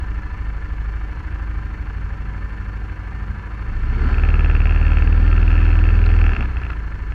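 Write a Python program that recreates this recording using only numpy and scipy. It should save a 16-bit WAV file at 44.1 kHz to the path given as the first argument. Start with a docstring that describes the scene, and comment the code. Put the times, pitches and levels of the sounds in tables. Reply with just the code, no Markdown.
"""A twin-cylinder off-road vehicle crawls along a rocky wash, heard from on board.
Its exhaust putters near idle, pulls for 2.5 s with a deep drone, then falls back. The engine shakes
the bodywork, valve gear and drive clatter through the casing, and the frame rumbles over the ground.
Slack in the drive knocks in step with the engine under load, harder and brighter as it slows.
The running gear clunks as the load comes and goes; two stones snap under the tyres."""
import sys
import numpy as np
from scipy import signal
from scipy.fft import rfft, irfft, next_fast_len
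from scipy.io import wavfile
from scipy.ndimage import uniform_filter1d, minimum_filter1d, map_coordinates

SR = 44100
rng = np.random.default_rng(int(sys.argv[2]) if len(sys.argv) > 2 else 0)


def inscribe(sig):
    """Save sig as 16-bit PCM at rate SR to the path in sys.argv[1].

    A 1-D sig is mono; a 2-D sig holds one channel per row.
    Samples are clipped to [-1, 1] before scaling.
    """
    pcm = np.round(np.clip(np.atleast_2d(sig).T, -1, 1) * 32767)
    wavfile.write(sys.argv[1], SR, pcm.astype(np.int16))


N = 314874
TIME = np.arange(N) / SR


def amp(db):
    """Decibels to gain."""
    return 10 ** (np.asarray(db) / 20)


def unit(x):
    """Scale to rms 1."""
    return x / np.sqrt(np.mean(x ** 2) + 1e-20)


def curve(points):
    """(t/s, value) points to one value per sample."""
    return np.interp(TIME, *np.transpose(points))


def swells(events):
    """Gaussian bumps in dB from (t/s, width/s, lift/dB) rows."""
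    return sum(db * np.exp(-.5 * ((TIME - s) / width_s) ** 2) for s, width_s, db in events)


def wobble(rate_hz):
    """Smooth random curve, rms about 1."""
    knots = rng.standard_normal(int(N * rate_hz / SR) + 4)
    return np.interp(TIME, TIME[::64], map_coordinates(knots, [TIME[::64] * rate_hz]))


def gate(cycle, moments):
    """Gaussian bumps that recur every engine cycle."""
    return sum(size * np.exp(-.5 * (((cycle - phase + .5) % 1 - .5) / width) ** 2)
               for phase, width, size in moments)


def once_a_cycle(cycle, phase):
    """Times in s at which the engine passes one phase of its cycle."""
    return np.interp(np.arange(int(cycle[-1])) + phase, cycle, TIME)


def ring(x, colour, modes=(), size=8192):
    """Minimum-phase body: a (f/Hz, level/dB) colour plus resonance peaks."""
    hz = np.fft.rfftfreq(size, 1 / SR)
    colour_hz, colour_db = np.transpose(colour)
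    gain_db = np.interp(np.log(hz + 1), np.log(colour_hz), colour_db)
    gain_db += sum(db / (1 + (2 * (hz - centre) / width) ** 2) for centre, width, db in modes)
    cepstrum = irfft(np.log(amp(gain_db)))
    cepstrum[1:size // 2] *= 2
    cepstrum[size // 2 + 1:] = 0
    return signal.fftconvolve(x, irfft(np.exp(rfft(cepstrum))))[:N]


# casing and bodywork resonances: f/Hz, width/Hz, lift/dB
CASING_MODES = [(303.1, 11, 9.5), (554, 20, 6), (748, 37, 4), (998.6, 63, 9.5), (1187, 59, 6.5),
                (1356, 150, 6.5), (1575, 76, 7), (1755.5, 116, 13.5), (2046, 69, 8), (2226, 190, 7.5),
                (2643, 20, 10), (3610, 32, 8), (4223, 73, 11), (4340, 156, 14), (4576, 110, 12.5),
                (5330, 95, 9.5), (6000, 75, 0.5), (6900, 60, -0.5)]


def casing(x, colour, tune=1):
    """Casing and bodywork ring at their resonances, scaled in pitch by tune; rms 1."""
    modes = [(tune * hz, width_hz, db) for hz, width_hz, db in CASING_MODES]
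    return unit(ring(x, colour, modes))


def puffs(cycle, orders, levels_db, crest_phase, spread, smear, uneven_db, jitter_cycles):
    """Uneven exhaust pulses: low orders crest together, pipe reflections smear the higher ones."""
    pressure = 0
    phase = cycle - crest_phase + jitter_cycles * wobble(22)
    for k, db in zip(orders, levels_db):
        lag = spread * max(k - 4, 0) ** 2 + smear * max(k - 7, 0) ** 2
        size = amp(db + uneven_db * np.sqrt(k) * np.tanh(wobble(7.5)))
        pressure += size * np.cos(2 * np.pi * (k * phase - lag))
    return unit(pressure)


# exhaust harmonics: order of the cycle rate, rolling idle/dB, held idle/dB, open throttle/dB
EXHAUST_ORDERS = [(2, -24.5, -26.5, 6), (3, -26.5, -7.5, -5), (4, 5.5, 3.5, 3.5), (5, 0, -12, -5),
                  (6, -4, -6, -17), (7, -11, -4.5, -22), (8, -12.5, -7.5, -20.5), (9, -25, -14.5, -26.5),
                  (10, -28.5, -14.5, -25.5), (11, -15.5, -14.5, -23.5), (12, -21.5, -21, -24.5),
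                  (13, -33, -32.5, -28), (14, -18.5, -26.5, -31.5), (15, -28, -15, -24.5),
                  (16, -28, -14.5, -24.5), (17, -32, -28.5, -32.5), (18, -34.5, -26.5, -27.5)]


def exhaust(cycle, throttle, held):
    """Lumpy suction pulses at idle, gruffer when held back; firm, even pushes under load."""
    orders, rolling_db, held_db, open_db = np.transpose(EXHAUST_ORDERS)
    idle_db = (rolling + held * (braked - rolling) for rolling, braked in zip(rolling_db, held_db))
    idle = -puffs(cycle, orders, idle_db, crest_phase=0.3518, spread=0.012, smear=0.212,
                  uneven_db=1.15, jitter_cycles=0.005)
    pull = puffs(cycle, orders, open_db, crest_phase=0.5496, spread=0.0081, smear=0.23,
                 uneven_db=0.3, jitter_cycles=0.0015)
    return ((1 - throttle) * idle + throttle * pull) / np.hypot(1 - throttle, throttle)


# spectra of the bodywork drone and the gas turbulence: f/Hz, level/dB
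DRONE_COLOUR = [(60, -28), (110, -8), (150, -5.5), (220, 0.5), (260, -0.5), (350, -4.5), (430, -5.5),
                (520, -14.5), (580, -15), (700, -24.5), (1200, -73), (3000, -110)]
GAS_COLOUR = [(60, -20), (110, -8), (160, 0), (230, 1.5), (280, -3.5), (350, -5.5), (430, -7), (520, -19.5),
              (700, -24.5), (1200, -67.5), (3000, -110)]


def boom(cycle, shudder_db, rumble_gain=0.79, waver_db=6.0, jitter_cycles=0.002):
    """High engine orders shake the bodywork, over a turbulent rumble that surges with each shudder."""
    shaft = cycle + jitter_cycles * wobble(20)
    drone = 0
    for order in range(19, 47):
        size = amp(waver_db * np.tanh(wobble(6.5)))
        drone += size * np.cos(2 * np.pi * (order * shaft + rng.random()))
    rumble = amp(shudder_db) * casing(rng.standard_normal(N), GAS_COLOUR)
    return (casing(drone, DRONE_COLOUR) + rumble_gain * rumble) / np.hypot(1, rumble_gain)


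def panel_hum(cycle, cycle_hz, held, order=24, panel_hz=304, width_hz=28, hum_db=-50, held_db=2.5):
    """A panel sings while idle speed keeps one engine order near its resonance."""
    nearness = 1 / (1 + ((order * cycle_hz - panel_hz) / width_hz) ** 2)
    level = amp(hum_db + held_db * held + 3 * np.tanh(wobble(7)))
    shaft = cycle + 0.0025 * wobble(12)
    return level * nearness * np.sqrt(2) * np.cos(2 * np.pi * order * shaft)


def wavering_casing(x, colour, detune=0.015):
    """The casing's ring wavers between slightly sharp and slightly flat; rms 1."""
    share = .5 + .5 * np.tanh(2 * wobble(9))
    return unit(share * casing(x, colour, 1 + detune) + (1 - share) * casing(x, colour, 1 - detune))


# clatter bursts at the firings and the dead centres: phase/cycles, width/cycles, strength
FIRINGS = [(0.075, 0.11, 0.33), (0.515, 0.091, 0.34)]
DRIVE_CHATTER = [(.02, 0.11, 0.4), (0.268, 0.05, 0.72), (.53, 0.05, 0.93), (0.811, 0.067, 0.43)]
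# clatter spectra at idle and under load: f/Hz, level/dB
IDLE_COLOUR = [(200, -28), (450, -1.5), (620, -8), (780, -1.5), (1100, -3), (1600, -2), (1950, -10),
               (2300, -9), (2800, -9.5), (3700, -23.5), (4400, -30.5), (5200, -38.5), (8000, -38.5),
               (15000, -49)]
LOAD_COLOUR = [(200, -26.5), (450, -27), (620, -10), (780, -3.5), (1100, -10.5), (1350, -2.5), (1650, -6.5),
               (1950, -13.5), (2700, -10), (3100, -15), (3900, -27.5), (7300, -35.5), (8300, -44),
               (15000, -58.5)]


def clatter(cycle, throttle, grain_db=1.1, idle_db=-0.44, load_db=-2.5, slack_throttle=0.22):
    """Dense small impacts of valve gear and drive: at the firings idling, at dead centres under load."""
    impacts = rng.standard_normal(N) * amp(grain_db * wobble(600))
    idle = amp(idle_db) * wavering_casing(impacts * (0.38 + gate(cycle, FIRINGS)), IDLE_COLOUR)
    pull = amp(load_db) * wavering_casing(impacts * (0.6 + gate(cycle, DRIVE_CHATTER)), LOAD_COLOUR)
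    load = np.clip((throttle - slack_throttle) / (1 - slack_throttle), 0, 1)
    return (1 - load) * idle + load * pull


# valve seatings: phase/cycles, relative level/dB
SEATINGS = [(.005, -4.5), (.135, 2.5), (.385, -2), (.56, 1)]
# tick spectrum: f/Hz, level/dB
TAPPET_COLOUR = [(300, -30.5), (800, 1.5), (1600, 3), (2000, 0), (2700, -8), (3700, -22), (5200, -29.5),
                 (8000, -35.5), (15000, -47)]


def tappets(cycle, rms_db=-50, scatter_db=2, jitter_s=0.0009):
    """Each valve seats with a small, bright tick that rings the casing."""
    ticks = np.zeros(N)
    for phase, db in SEATINGS:
        times_s = once_a_cycle(cycle, phase)
        times_s += jitter_s * rng.standard_normal(len(times_s))
        samples = np.clip((times_s * SR).astype(int), 0, N - 1)
        ticks[samples] += amp(db + scatter_db * rng.uniform(-0.83, 1, len(samples)))
    return amp(rms_db) * casing(ticks, TAPPET_COLOUR)


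# gas bursts at the valves: phase/cycles, width/cycles, strength
VALVE_BURSTS = [(0.428, 0.039, 0.48), (0.561, 0.2, 0.32), (.94, 0.059, 0.52)]
# hiss spectrum: f/Hz, level/dB
HISS_COLOUR = [(2500, -34), (3750, -5.5), (4300, 2), (6000, 0), (7450, -5), (7950, -12), (15000, -20.5)]


def valve_hiss(cycle, throttle, bed=0.44, hiss_db=-68, throttle_db=3):
    """Gas sizzles as the valves open and close."""
    gas = rng.standard_normal(N) * (bed + gate(cycle, VALVE_BURSTS))
    return amp(hiss_db + throttle_db * throttle) * unit(ring(gas, HISS_COLOUR))


def chassis(rumble_db=-39, lumps_db=5.5):
    """The frame rumbles as the tyres roll over uneven ground."""
    colour = [(18, -21.5), (32, -3), (55, 11), (95, 1), (140, -9), (300, -46.5), (1000, -110)]
    return amp(rumble_db + lumps_db * wobble(4.9)) * unit(ring(rng.standard_normal(N), colour))


def strikes(events, colour, grit, grit_t60_s, rebound, rebound_s):
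    """Each contact is a clean blow, a quick rebound and decaying grit, ringing one body."""
    t = np.arange(1024) / SR
    response = ring(np.ones(1), colour)[:len(t)]
    force = np.zeros(N + SR)
    for s, db in events:
        blow = grit * rng.standard_normal(len(t)) * amp(-60 * t / grit_t60_s)
        blow[0] += 1
        blow[int(rebound_s * SR)] += rebound
        force[int(s * SR):][:len(t)] += amp(db) * blow
    return signal.fftconvolve(force, response / np.abs(response).max())[:N]


# running gear blows: t/s, level/dB
CLUNKS = [(4.039, -30.5), (4.089, -20), (6.617, -23.5), (6.702, -18.5), (6.718, -24)]
# clunk spectrum: f/Hz, level/dB
CLUNK_COLOUR = [(100, -10.5), (310, 1), (700, -5), (1000, -7), (1290, 7.5), (1700, 0), (2200, -5),
                (3200, -20), (4500, -21), (8000, -47.5)]


def clunks():
    """Dull, loose blows from the running gear as the load comes on and goes off."""
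    return strikes(CLUNKS, CLUNK_COLOUR, grit=0.06, grit_t60_s=0.035, rebound=0.4, rebound_s=0.003)


# once-a-cycle knocks near a dead centre: start/s, end/s, phase/cycles, level/dB
KNOCK_RUNS = [(4.12, 5.0, .765, -18.7), (4.16, 5.06, .495, -15.3), (5.06, 5.75, .487, -16.3),
              (4.68, 4.92, .225, -20.5), (5.2, 5.5, .21, -23.5), (5.5, 5.75, .21, -19.5),
              (5.5, 5.76, .0, -19.5), (5.5, 5.75, .7, -21), (5.75, 5.92, .703, -15.5),
              (5.82, 5.97, .0, -19.5), (5.92, 6.2, .733, -18.2), (6.0, 6.18, .25, -22)]
# harder and softer spells in those runs: t/s, width/s, lift/dB
KNOCK_ACCENTS = [(4.17, 0.024, -4.5), (4.55, 0.011, 1), (4.66, 0.024, 2.5), (4.82, 0.046, -3),
                 (5.0, 0.032, 1.5), (5.21, 0.04, -6.5), (5.35, 0.062, 2.5), (5.945, 0.012, -2.5)]
# harder knocks, still in step with the slowing engine, then a few scattered ones: t/s, level/dB
OVERRUN_KNOCKS = [(6.103, -17.5), (6.215, -13), (6.241, -13), (6.253, -26), (6.265, -11.5), (6.28, -15.5),
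                  (6.293, -14), (6.308, -24), (6.319, -16.5), (6.334, -15.5), (6.35, -17), (6.365, -12),
                  (6.408, -12.5), (6.426, -16.5), (6.456, -25), (6.533, -30), (6.569, -16.5), (6.6, -26),
                  (6.635, -21), (6.651, -23), (6.666, -20), (6.704, -21), (6.733, -24), (7.122, -21.5)]
# knock spectrum, and the added brightness on the overrun: f/Hz, level/dB
KNOCK_COLOUR = [(300, -33), (740, -1.5), (880, -10), (1100, -12.5), (1300, 0), (1480, -2.5), (1720, 0),
                (2050, -10), (2400, -2), (2620, 3), (2770, 0), (2950, -19.5), (3230, -12), (3450, -22.5),
                (3750, -39.5), (5400, -32.5), (7000, -57), (15000, -90)]
OVERRUN_LIFT = [(2800, -1.5), (3400, 0), (4500, 4.5), (5600, 0.5), (7200, 8.5), (9000, 2)]


def drive_knocks(cycle):
    """Slack in the drive is taken up in step with the engine, harder and brighter on the overrun."""
    accent_db = swells(KNOCK_ACCENTS)
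    load_knocks = [(s, db + accent_db[int(s * SR)]) for start_s, end_s, phase, db in KNOCK_RUNS
                   for s in once_a_cycle(cycle, phase) if start_s < s < end_s]
    contact = dict(grit=0.04, grit_t60_s=0.025, rebound=0.12, rebound_s=0.0023)
    under_load = strikes(load_knocks, KNOCK_COLOUR, **contact)
    overrun = strikes(OVERRUN_KNOCKS, KNOCK_COLOUR, **contact)
    return under_load + ring(overrun, OVERRUN_LIFT)


# stone snaps: t/s, level/dB
STONES = [(6.062, -32), (6.341, -42)]


def stones():
    """Stones snap under the tyres, bright and dry."""
    colour = [(1500, -24), (3200, -2), (3900, 9), (4600, 6), (5300, -15), (10000, -25), (15000, -42.5)]
    return strikes(STONES, colour, grit=0.12, grit_t60_s=0.025, rebound=0.3, rebound_s=0.0007)


# four-stroke cycle rate: t/s, f/Hz
CYCLE_RATE = [(0, 13.4), (.6, 12.62), (1.3, 13.06), (2.2, 12.48), (2.9, 12.92), (3.45, 12.79),
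              (3.78, 14.16), (4.0, 17.6), (4.25, 19.01), (4.95, 19.08), (5.3, 19.93), (6.22, 20.14),
              (6.42, 15.96), (6.87, 12.79), (7.14, 12.47)]
# throttle: t/s, opening/0-1
THROTTLE = [(0, 0.35), (3.6, 0.08), (3.73, 0.6), (4.15, 0.77), (5.2, 0.83), (6.28, 1), (6.37, 0.5),
            (6.43, 0.58), (6.65, 0.24), (7.14, 0.4)]
# vehicle held almost still against the rocks: t/s, share/0-1
HELD = [(1.3, 0.2), (1.9, 0.8), (3.6, 0.85), (4.2, 0.1), (6.5, 0), (7.0, 0.3)]
# exhaust swells and sags as the engine labours over uneven ground: t/s, width/s, lift/dB
LABOURS = [(0.08, 0.068, 0), (0.75, 0.084, 1.5), (1.2, .1, -2), (1.59, 0.03, 1.5), (2.04, 0.031, 2),
           (2.22, 0.1, 2.5), (2.62, 0.053, 1.5), (3.33, 0.046, 4), (3.8, 0.098, 0), (4.0, 0.032, -4.5),
           (4.15, 0.044, -1.5), (4.74, 0.073, -0.7), (5.27, 0.17, 1), (6.365, .016, -6), (6.52, 0.024, -2)]
# drive shudders on taking up and shedding load: t/s, width/s, rumble lift/dB
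SHUDDERS = [(4.06, 0.078, 9.5), (6.41, 0.044, 11.5)]


def scene(idle_hz=12.8):
    """One crankshaft and one throttle drive the engine layers, over running gear and ground sounds."""
    cycle_hz, throttle, held = curve(CYCLE_RATE), curve(THROTTLE), curve(HELD)
    cycle = np.cumsum(cycle_hz) / SR
    above_idle_hz = cycle_hz - idle_hz
    shudder_db = swells(SHUDDERS)
    stumble_db = 0.23 * shudder_db * wobble(30)  # uneven firing during a shudder
    exhaust_db = -27 + 0.99 * above_idle_hz + 10.93 * throttle + swells(LABOURS) + stumble_db
    boom_db = -48 + 2.12 * above_idle_hz + throttle
    clatter_db = -41.5 + 1.16 * above_idle_hz + 0.98 * throttle + 0.29 * shudder_db
    pipe = amp(exhaust_db) * exhaust(cycle, throttle, held)
    bodywork = amp(boom_db) * boom(cycle, shudder_db) + panel_hum(cycle, cycle_hz, held)
    mechanics = amp(clatter_db) * clatter(cycle, throttle) + tappets(cycle) + valve_hiss(cycle, throttle)
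    return (pipe + bodywork + mechanics + drive_knocks(cycle) + clunks() + chassis() + stones())[None]


def record(dry, floor_db=-82, ceiling_db=-4.0, hold_s=0.014, low_cut_hz=23, top_hz=15650):
    """Peak limiter, faint steady hiss and band limits."""
    hold = int(hold_s * SR)
    needed_gain = np.minimum(1, amp(ceiling_db) / (np.abs(dry[0]) + 1e-9))
    gain = uniform_filter1d(minimum_filter1d(needed_gain, hold), hold)
    mix = gain * dry[0] + amp(floor_db) * rng.standard_normal(N)
    size = next_fast_len(N + 8192)
    hz = np.fft.rfftfreq(size, 1 / SR)
    band = (hz < top_hz) / np.hypot(1, (low_cut_hz / (hz + 1)) ** 10)
    return irfft(rfft(mix, size) * band, size)[None, :N]


dry = scene()
out = record(dry)
inscribe(out)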